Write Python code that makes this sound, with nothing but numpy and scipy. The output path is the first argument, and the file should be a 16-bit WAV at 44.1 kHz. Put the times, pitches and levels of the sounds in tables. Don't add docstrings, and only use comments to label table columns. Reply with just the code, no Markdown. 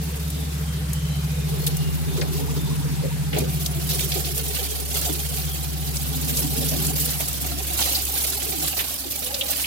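import sys
import numpy as np
from scipy import signal
from scipy.fft import rfft, irfft
from scipy.io import wavfile
from scipy.ndimage import uniform_filter1d

SR = 44100
rng = np.random.default_rng(int(sys.argv[2]) if len(sys.argv) > 2 else 0)


def waveform_to_disk(signal):
    frames = np.transpose(np.atleast_2d(signal))
    scaled = np.clip(frames, -1, 1) * 32767
    samples = np.round(scaled).astype(np.int16)
    wavfile.write(sys.argv[1], SR, samples)


N = 426006
TIME = np.arange(N) / SR
LEFT_RIGHT = np.array([[-1], [1]])

# t/s, distance/m, left minus right level/dB
PATH = [(0, 2, 2), (3, 0.79, 2.5), (4.2, 1.03, -1.5), (5.7, 0.8, 0), (7, 0.81, -1.5), (7.7, 0.62, -1.5),
        (9.66, 0.8, -2)]


def from_db(db):
    return 10 ** (np.asarray(db) / 20)


def rms_one(x):
    return x / np.sqrt(np.mean(x ** 2) + 1e-20)


def in_time(rows):
    s, *columns = np.transpose(rows)
    return [np.interp(TIME, s, c) for c in columns]


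def at_hz(points, hz):
    f, value = np.transpose(points)
    return np.interp(np.log(hz), np.log(f), value)


def drift(rate):
    r = np.exp(-80 * np.pi * rate / SR)
    noise = rng.standard_normal(N // 40 + 2002)
    slow = signal.lfilter([1], [1, -2 * r, r * r], noise)[2000:]
    return np.interp(np.arange(N) / 40, np.arange(len(slow)), rms_one(slow))


def band(x, low_hz, high_hz, order=2):
    edges = [low_hz, min(high_hz, .45 * SR)]
    return signal.sosfilt(signal.butter(order, edges, "band", fs=SR, output="sos"), x)


def add(out, s, sound):
    start = max(round(s * SR), 0)
    out[..., start:start + sound.shape[-1]] += sound[..., :max(N - start, 0)]


def turning(hz):
    return 2 * np.pi * np.cumsum(hz) / SR


def engine(hum_db=-0.8, throb_db=0.0, waver_db=1.55, wander=0.21):
    # t/s, f/Hz
    hum_pitch = [(0, 72.7), (1.5, 71.05), (2.2, 72.2), (4.2, 70.1), (5.8, 70), (7.4, 68.8)]
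    # t/s, deep note level/dB, throb level/dB
    engine_level = [(0, -29.5, -30.5), (0.4, -28, -32), (0.9, -28, -27.5), (3.35, -29, -27),
                    (4.35, -30, -34), (4.75, -31.5, -40.5), (5.05, -29.5, -35), (6.9, -30, -29.5),
                    (7.28, -34, -37), (7.5, -29.5, -39), (8.0, -33.5, -56), (8.65, -37.5, -42),
                    (8.9, -42, -71)]
    # t/s, right ear's lead in the deep note/rad, in the throb/rad
    engine_lead = [(1.38, .05, 0.32), (1.6, 2.1, 0.49), (1.9, 1.9, 2.16), (3.25, 2.2, 0.97),
                   (3.42, 0.87, 0.77), (4.4, 0.95, 1.3), (4.75, 1.1, 2.8), (5.02, 0.87, 1.3)]
    # t/s, working cycles/Hz
    engine_speed = [(0, 15.0), (0.5, 14.36), (2.6, 14.3), (4.4, 14.06), (5.2, 14.31), (6.4, 14.1)]
    # multiple of the cycle rate, relative level/dB
    engine_orders = [(7, -36.5), (8, -34), (9, -16), (10, -2.5), (11, -1), (13, -17.5), (14, -17.5)]
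    deep_db, beat_db = in_time(engine_level)
    hum_lead, throb_lead = in_time(engine_lead)
    ears = LEFT_RIGHT / 2
    cycle = turning(in_time(engine_speed)[0])
    hum_phase = turning(in_time(hum_pitch)[0])
    hum = from_db(deep_db + hum_db) * np.sin(hum_phase + hum_lead * ears)
    sway = wander * drift(24)
    throb = 0
    for multiple, db in engine_orders:
        phase = round(multiple) * cycle + rng.uniform(0, 2 * np.pi) + sway
        throb = throb + from_db(db + waver_db * drift(5.4)) * np.sin(phase + throb_lead * ears)
    return np.sqrt(2) * (hum + from_db(beat_db + throb_db) * throb)


def coloured(spectrum, envelope):
    # f/Hz, left-right correlation
    likeness = [(50, 0.89), (130, 0.99), (290, 0.95), (640, 0.015)]
    out, edges = 0, np.geomspace(22, 17500, 23)
    white = rng.standard_normal((2, 2, N))
    for k, (low, high) in enumerate(zip(edges, edges[1:])):
        hz = np.sqrt(low * high)
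        if spectrum[0][0] <= hz <= spectrum[-1][0]:
            mid, side = band(white[k % 2], low, high)
            alike = np.clip(at_hz(likeness, hz), -1, 1)
            pair = np.sqrt(1 + alike) * mid - np.sqrt(1 - alike) * side * LEFT_RIGHT
            out = out + from_db(at_hz(spectrum, hz)) * envelope() * pair
    return rms_one(out)


def forest_air():
    # t/s, level/dB
    forest_level = [(0, -37), (3, -35.5), (4.5, -41.5), (7.2, -38), (9, -43.5)]
    # f/Hz, relative level/dB per Hz
    forest_spectrum = [(25, -55), (48, 3.5), (90, 3), (160, 1.5), (250, -31), (450, -10.5), (900, -12),
                       (3000, -13.5), (6000, -16.5), (15000, -19.5)]
    noise = coloured(forest_spectrum, lambda: from_db(1.8 * drift(14)))
    return from_db(in_time(forest_level)[0]) * noise


def ripple(count, size, width):
    knots = rng.standard_normal((count, size + 2))
    position = np.arange(size) / max(width, 1)
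    i, part = position.astype(int), position % 1
    return rms_one(knots[:, i] * (1 - part) + knots[:, i + 1] * part)


def crumpling(spectrum, per_s, size_db, decay_s, rise_s, uneven_hz, uneven_db, flutter_db, size=1280):
    count = int(per_s * N / SR)
    hz, t = np.arange(1, size // 2 + 2) * SR / size, TIME[:size]
    fine_db = uneven_db * np.tanh(ripple(count, len(hz), uneven_hz / hz[0]))
    broad_db = 2 * ripple(count, len(hz), 2500 / hz[0])
    colour_db = at_hz(spectrum, hz) + fine_db + broad_db
    noise = irfft(rfft(rng.standard_normal((2, count, size))) * from_db(colour_db))
    stutter = from_db(flutter_db * ripple(count, size, 29.0))
    strength = from_db(size_db * np.minimum(rng.exponential(1, (count, 1)), 4))
    shape = (1 - np.exp(-t / rise_s)) * np.exp(-t / decay_s) * (1 - t / t[-1])
    bursts = noise * stutter * strength * shape
    out = np.zeros((2, N))
    times = (np.arange(count) + 2 * rng.random(count)) / per_s
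    for k, s in enumerate(times):
        add(out, s, bursts[:, k])
    power = np.mean(out ** 2, axis=0)
    return out / np.sqrt(uniform_filter1d(power, SR // 12) + 0.17 * power.mean())


def bite(hold_s, rise_s=0.008, fall_s=0.014):
    t = TIME[:SR // 2]
    return np.minimum(t / rise_s, 1) * np.exp(-np.maximum(t - hold_s, 0) / fall_s)


def leaves(crackle_db=-1.52, crunch_right_db=3.0, surge_db=1.0):
    # t/s, level/dB
    rolling = [(0, -37), (1.1, -43), (1.4, -39), (2.6, -38), (3.25, -42), (4.1, -27), (4.8, -30),
               (5.1, -26.5), (5.7, -32.5), (6.55, -25.5), (7.0, -25.5), (7.55, -29), (7.85, -24),
               (8.75, -26), (9.05, -30.5), (9.66, -27)]
    # t/s, hold/s, crackle level/dB, crunch level/dB
    bites = [(1.48, 0.23, -39.5, -43), (2.16, 0.02, -51, -32), (2.323, 0.074, -36, -39),
             (3.34, 0.068, -51, -30), (3.409, 0.057, -54, -39), (3.493, 0.193, -35, -42),
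             (3.886, 0.15, -27.5, -31.5), (4.108, 0.064, -32, -35.5), (4.542, 0.12, -30, -30.5),
             (4.913, .16, -28, -30.5), (6.357, 0.046, -25.5, -43), (6.96, 0.1, -25.5, -49),
             (7.197, 0.019, -25, -32), (7.755, 0.14, -26.5, -27.5), (7.901, 0.056, -27, -38),
             (8.133, 0.121, -25, -37.5), (8.62, 0.063, -28, -33.5), (8.763, 0.053, -28, -29.5),
             (8.871, 0.066, -33, -35), (9.098, 0.025, -26, -37), (9.22, 0.036, -30, -37),
             (9.48, 0.16, -27.5, -31.5)]
    # f/Hz, relative level/dB
    edge_spectrum = [(1500, -22), (3500, -6.5), (7000, -2.5), (10000, 1), (12500, 3), (15000, 2),
                     (16200, -13)]
    # f/Hz, relative level/dB
    leaf_spectrum = [(200, -10), (380, -6.5), (600, -1), (1000, -9.5), (1500, -8), (1900, -8.5), (3000, -2),
                     (4500, -1.5), (6500, -6), (10000, -9)]
    rolling_db, = in_time(rolling)
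    rolling_crunch_db = -37.5 + 0.79 * (rolling_db - rolling_db.mean())
    power = from_db([rolling_db + crackle_db, rolling_crunch_db]) ** 2
    for s, hold_s, edge_db, leaf_db in bites:
        add(power, s, (from_db([[edge_db], [leaf_db]]) * bite(hold_s)) ** 2)
    edges, whole = np.sqrt(power) * from_db(surge_db * drift(13))
    crackle = crumpling(edge_spectrum, per_s=125, size_db=2.0, decay_s=0.12, rise_s=0.0066,
                        uneven_hz=110, uneven_db=8.0, flutter_db=0.5)
    crunch = crumpling(leaf_spectrum, per_s=105, size_db=1.5, decay_s=0.087, rise_s=0.0099,
                       uneven_hz=115.26, uneven_db=10.5, flutter_db=1.0)
    return edges * crackle + whole * from_db(crunch_right_db * LEFT_RIGHT) * crunch


def rough_tone(centre_hz, width_hz, unsteady, judder_db, waver_per_s=12):
    alike, lead = 0.55, 1.53
    smooth = signal.butter(2, width_hz / 2, fs=SR, output="sos")
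    shaking = signal.sosfilt(smooth, rng.standard_normal((2, 3, N)))
    common, separate = shaking[:, :1], shaking[:, 1:]
    real, imaginary = np.sqrt(alike) * common + np.sqrt(1 - alike) * separate
    wavering_hz = centre_hz * (1 + unsteady * drift(waver_per_s))
    phase = turning(wavering_hz) + lead * LEFT_RIGHT / 2
    tone = (real * np.cos(phase) + imaginary * np.sin(phase)) * from_db(judder_db * drift(10.7))
    return tone / np.sqrt(uniform_filter1d(np.mean(tone ** 2, axis=0), SR // 6))


def drivetrain(growl_db=0.0, whirr_right_db=0.2):
    # t/s, level/dB
    load = [(0, -43), (1.2, -47), (1.55, -37), (1.85, -42.5), (2.4, -35.5), (3.2, -48.5), (3.68, -40),
            (4.6, -39), (5.05, -41), (5.3, -43), (6.1, -46), (6.6, -38), (6.85, -38.5), (7.3, -52),
            (7.52, -41), (8.25, -46), (8.6, -34.5), (8.98, -64.5), (9.4, -34.5), (9.66, -57)]
    # t/s, growl centre f/Hz, whirr centre f/Hz
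    drive_pitch = [(0, 425, 779.5), (1.8, 410, 804.7), (2.5, 409.4, 928.7), (3.1, 430, 900.6),
                   (3.7, 370, 699), (4.5, 455, 768.7), (5.6, 375, 750), (6.8, 445, 783.4),
                   (7.5, 345, 721.5), (9.1, 346.5, 808), (9.42, 569, 783)]
    # middle t/s, length/s, level/dB
    booms = [(.4, 0.33, -40), (2.552, 2.2, -37.5), (3.413, 0.32, -33), (5.052, .3, -45),
             (6.548, 1.88, -33.5), (7.474, 0.31, -37.5)]
    load_db, = in_time(load)
    distance_m, _ = in_time(PATH)
    gears_db = -48.5 + 0.51 * (load_db - load_db.mean()) - 7.5 * np.log2(distance_m)
    shell_power = np.full(N, from_db(-46) ** 2)
    for s, length, db in booms:
        swell = from_db(db) * np.hanning(int(length * SR))
        add(shell_power, s - length / 2, swell ** 2)
    growl_hz, whirr_hz = in_time(drive_pitch)
    boom = rough_tone(np.ones(N) * 266, width_hz=59, unsteady=0.02486, judder_db=2.5)
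    growl = rough_tone(growl_hz, width_hz=64, unsteady=0.093, judder_db=3.0)
    chatter = 0.045 * (whirr_hz / whirr_hz.mean()) ** 6
    whirr = rough_tone(whirr_hz, width_hz=56, unsteady=chatter, judder_db=7.0, waver_per_s=39.6)
    whirr = whirr * from_db(whirr_right_db * LEFT_RIGHT)
    return np.sqrt(shell_power) * boom + from_db(load_db + growl_db) * growl + from_db(gears_db) * whirr


def among_trees(x, t60, wet_db):
    t = TIME[:SR]
    tail = rng.standard_normal((2, SR)) * from_db(-60 * t / t60)
    tail /= np.sqrt(np.sum(tail ** 2, axis=1, keepdims=True))
    scattered = signal.fftconvolve(x * np.ones((2, 1)), tail, axes=1)[:, :N]
    return x + from_db(wet_db) * scattered


def bird(level_db=0.0, warble=0.015, broken_db=2.0):
    # t/s, length/s, f/Hz, level/dB
    whistles = [(0.263, 0.17, 3670, -51), (.35, 0.14, 3480, -53), (.6, 0.17, 3160, -52.5),
                (0.82, 0.42, 3100, -51), (1.05, 0.13, 4000, -51), (1.56, 0.15, 4250, -50),
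                (1.141, 0.36, 2440, -56), (1.268, 0.22, 3660, -51), (1.694, 0.23, 2844, -51),
                (2.05, 0.13, 3640, -47), (2.528, 0.19, 3620, -49), (5.417, 0.17, 3190, -48)]
    out, waver = np.zeros(N), 1 + warble * drift(36)
    for s, length, pitch_hz, db in whistles:
        n = int(length * SR)
        hz = pitch_hz * waver[int(s * SR):][:n]
        add(out, s, from_db(db + level_db) * signal.windows.tukey(n, .5) * np.sin(turning(hz)))
    return among_trees(out * from_db(broken_db * drift(24)), t60=0.81, wet_db=6.5)


def burst(hz, t60, width, attack_s, order=1):
    t = TIME[:min(int((t60 + 2 * attack_s) * SR), SR // 4)]
    shape = (1 - np.exp(-t / attack_s)) * from_db(-60 * t / t60) / 2
    white = rng.standard_normal((2, SR // 4))
    noise = band(white, hz / (1 + width), hz * (1 + width), order=order)[:, -len(t):]
    return rms_one(noise * shape) * np.sqrt(np.mean(shape ** 2))


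def twigs(level_db=6.0):
    # t/s, peak level/dB, centre f/Hz, ring time/s
    snaps = [(1.668, -18.5, 3780, 0.051), (2.212, -19.5, 4300, 0.036), (2.216, -23.5, 1920, 0.057),
             (3.329, -25, 2380, 0.14), (3.362, -28, 2920, 0.088), (3.388, -30, 4250, 0.071),
             (3.66, -14.5, 4700, 0.03), (3.908, -22, 3950, 0.081), (3.993, -19, 3100, 0.034),
             (4.118, -21.5, 3970, 0.1), (4.246, -24, 3960, 0.072), (5.968, -16.5, 6070, 0.029),
             (6.370, -19.5, 5900, 0.053), (6.865, -16.5, 8660, 0.062), (7.092, -20, 4430, 0.031),
             (7.208, -20, 2610, 0.023), (7.824, -10.5, 4100, 0.022), (8.79, -21.5, 2480, 0.12),
             (9.342, -15.5, 4600, 0.045)]
    # t/s, peak level/dB
    cracks = [(0.301, -24), (.931, -19), (1.665, -13), (1.675, -17), (1.767, -20.5), (3.385, -14),
              (3.661, -19), (4.377, -16), (4.463, -28), (4.799, -22), (5.012, -17), (6.246, -22),
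              (6.613, -23), (7.104, -16.5), (7.204, -17), (7.283, -17), (7.328, -20), (8.051, -15),
              (8.299, -16), (8.94, -19), (8.993, -23), (9.158, -19), (9.19, -20.5)]
    # t/s, peak level/dB, centre f/Hz, ring time/s
    clacks = [(7.947, -13.5, 4436, 0.078), (9.409, -9.5, 3220, 0.05), (9.639, -17, 2700, 0.075)]
    out = np.zeros((2, N))
    for s, db, hz, t60 in snaps:
        add(out, s, from_db(db + level_db) * burst(hz, t60, width=0.37, attack_s=0.0015, order=2))
    for s, db in cracks:
        crack = burst(10300, t60=0.038, width=0.48, attack_s=0.0012, order=2)
        add(out, s, from_db(db + level_db) * crack)
    for s, db, hz, t60 in clacks:
        add(out, s, from_db(db + level_db) * burst(hz, t60, width=0.15, attack_s=0.0047, order=2))
    return out


def body(level_db=8.5):
    # t/s, peak level/dB, centre f/Hz
    knocks = [(2.18, -15.5, 392), (2.215, -23, 585), (3.033, -15.5, 467), (3.328, -19, 458),
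              (3.358, -13, 397), (3.362, -16.5, 693), (3.412, -16, 425), (3.443, -22, 456),
              (4.155, -16, 372), (4.156, -23, 706), (5.06, -21.5, 704), (5.091, -16, 316), (6.6, -21, 500),
              (6.715, -19.5, 574), (7.195, -22, 715), (7.79, -21, 830), (9.051, -23.5, 320)]
    out = np.zeros((2, N))
    for s, db, hz in knocks:
        knock = burst(hz, t60=0.115, width=0.16, attack_s=0.022, order=2)
        add(out, s, from_db(db + level_db) * knock)
    return out


def scene():
    _, left_db = in_time(PATH)
    ground = (leaves() + twigs()) * from_db(-left_db * LEFT_RIGHT / 2)
    return ground + drivetrain() + body() + engine() + bird() + forest_air()


def record(dry):
    return signal.sosfilt(signal.ellip(10, .2, 80, 16000, fs=SR, output="sos"), dry)


dry = scene()
out = record(dry)
waveform_to_disk(out)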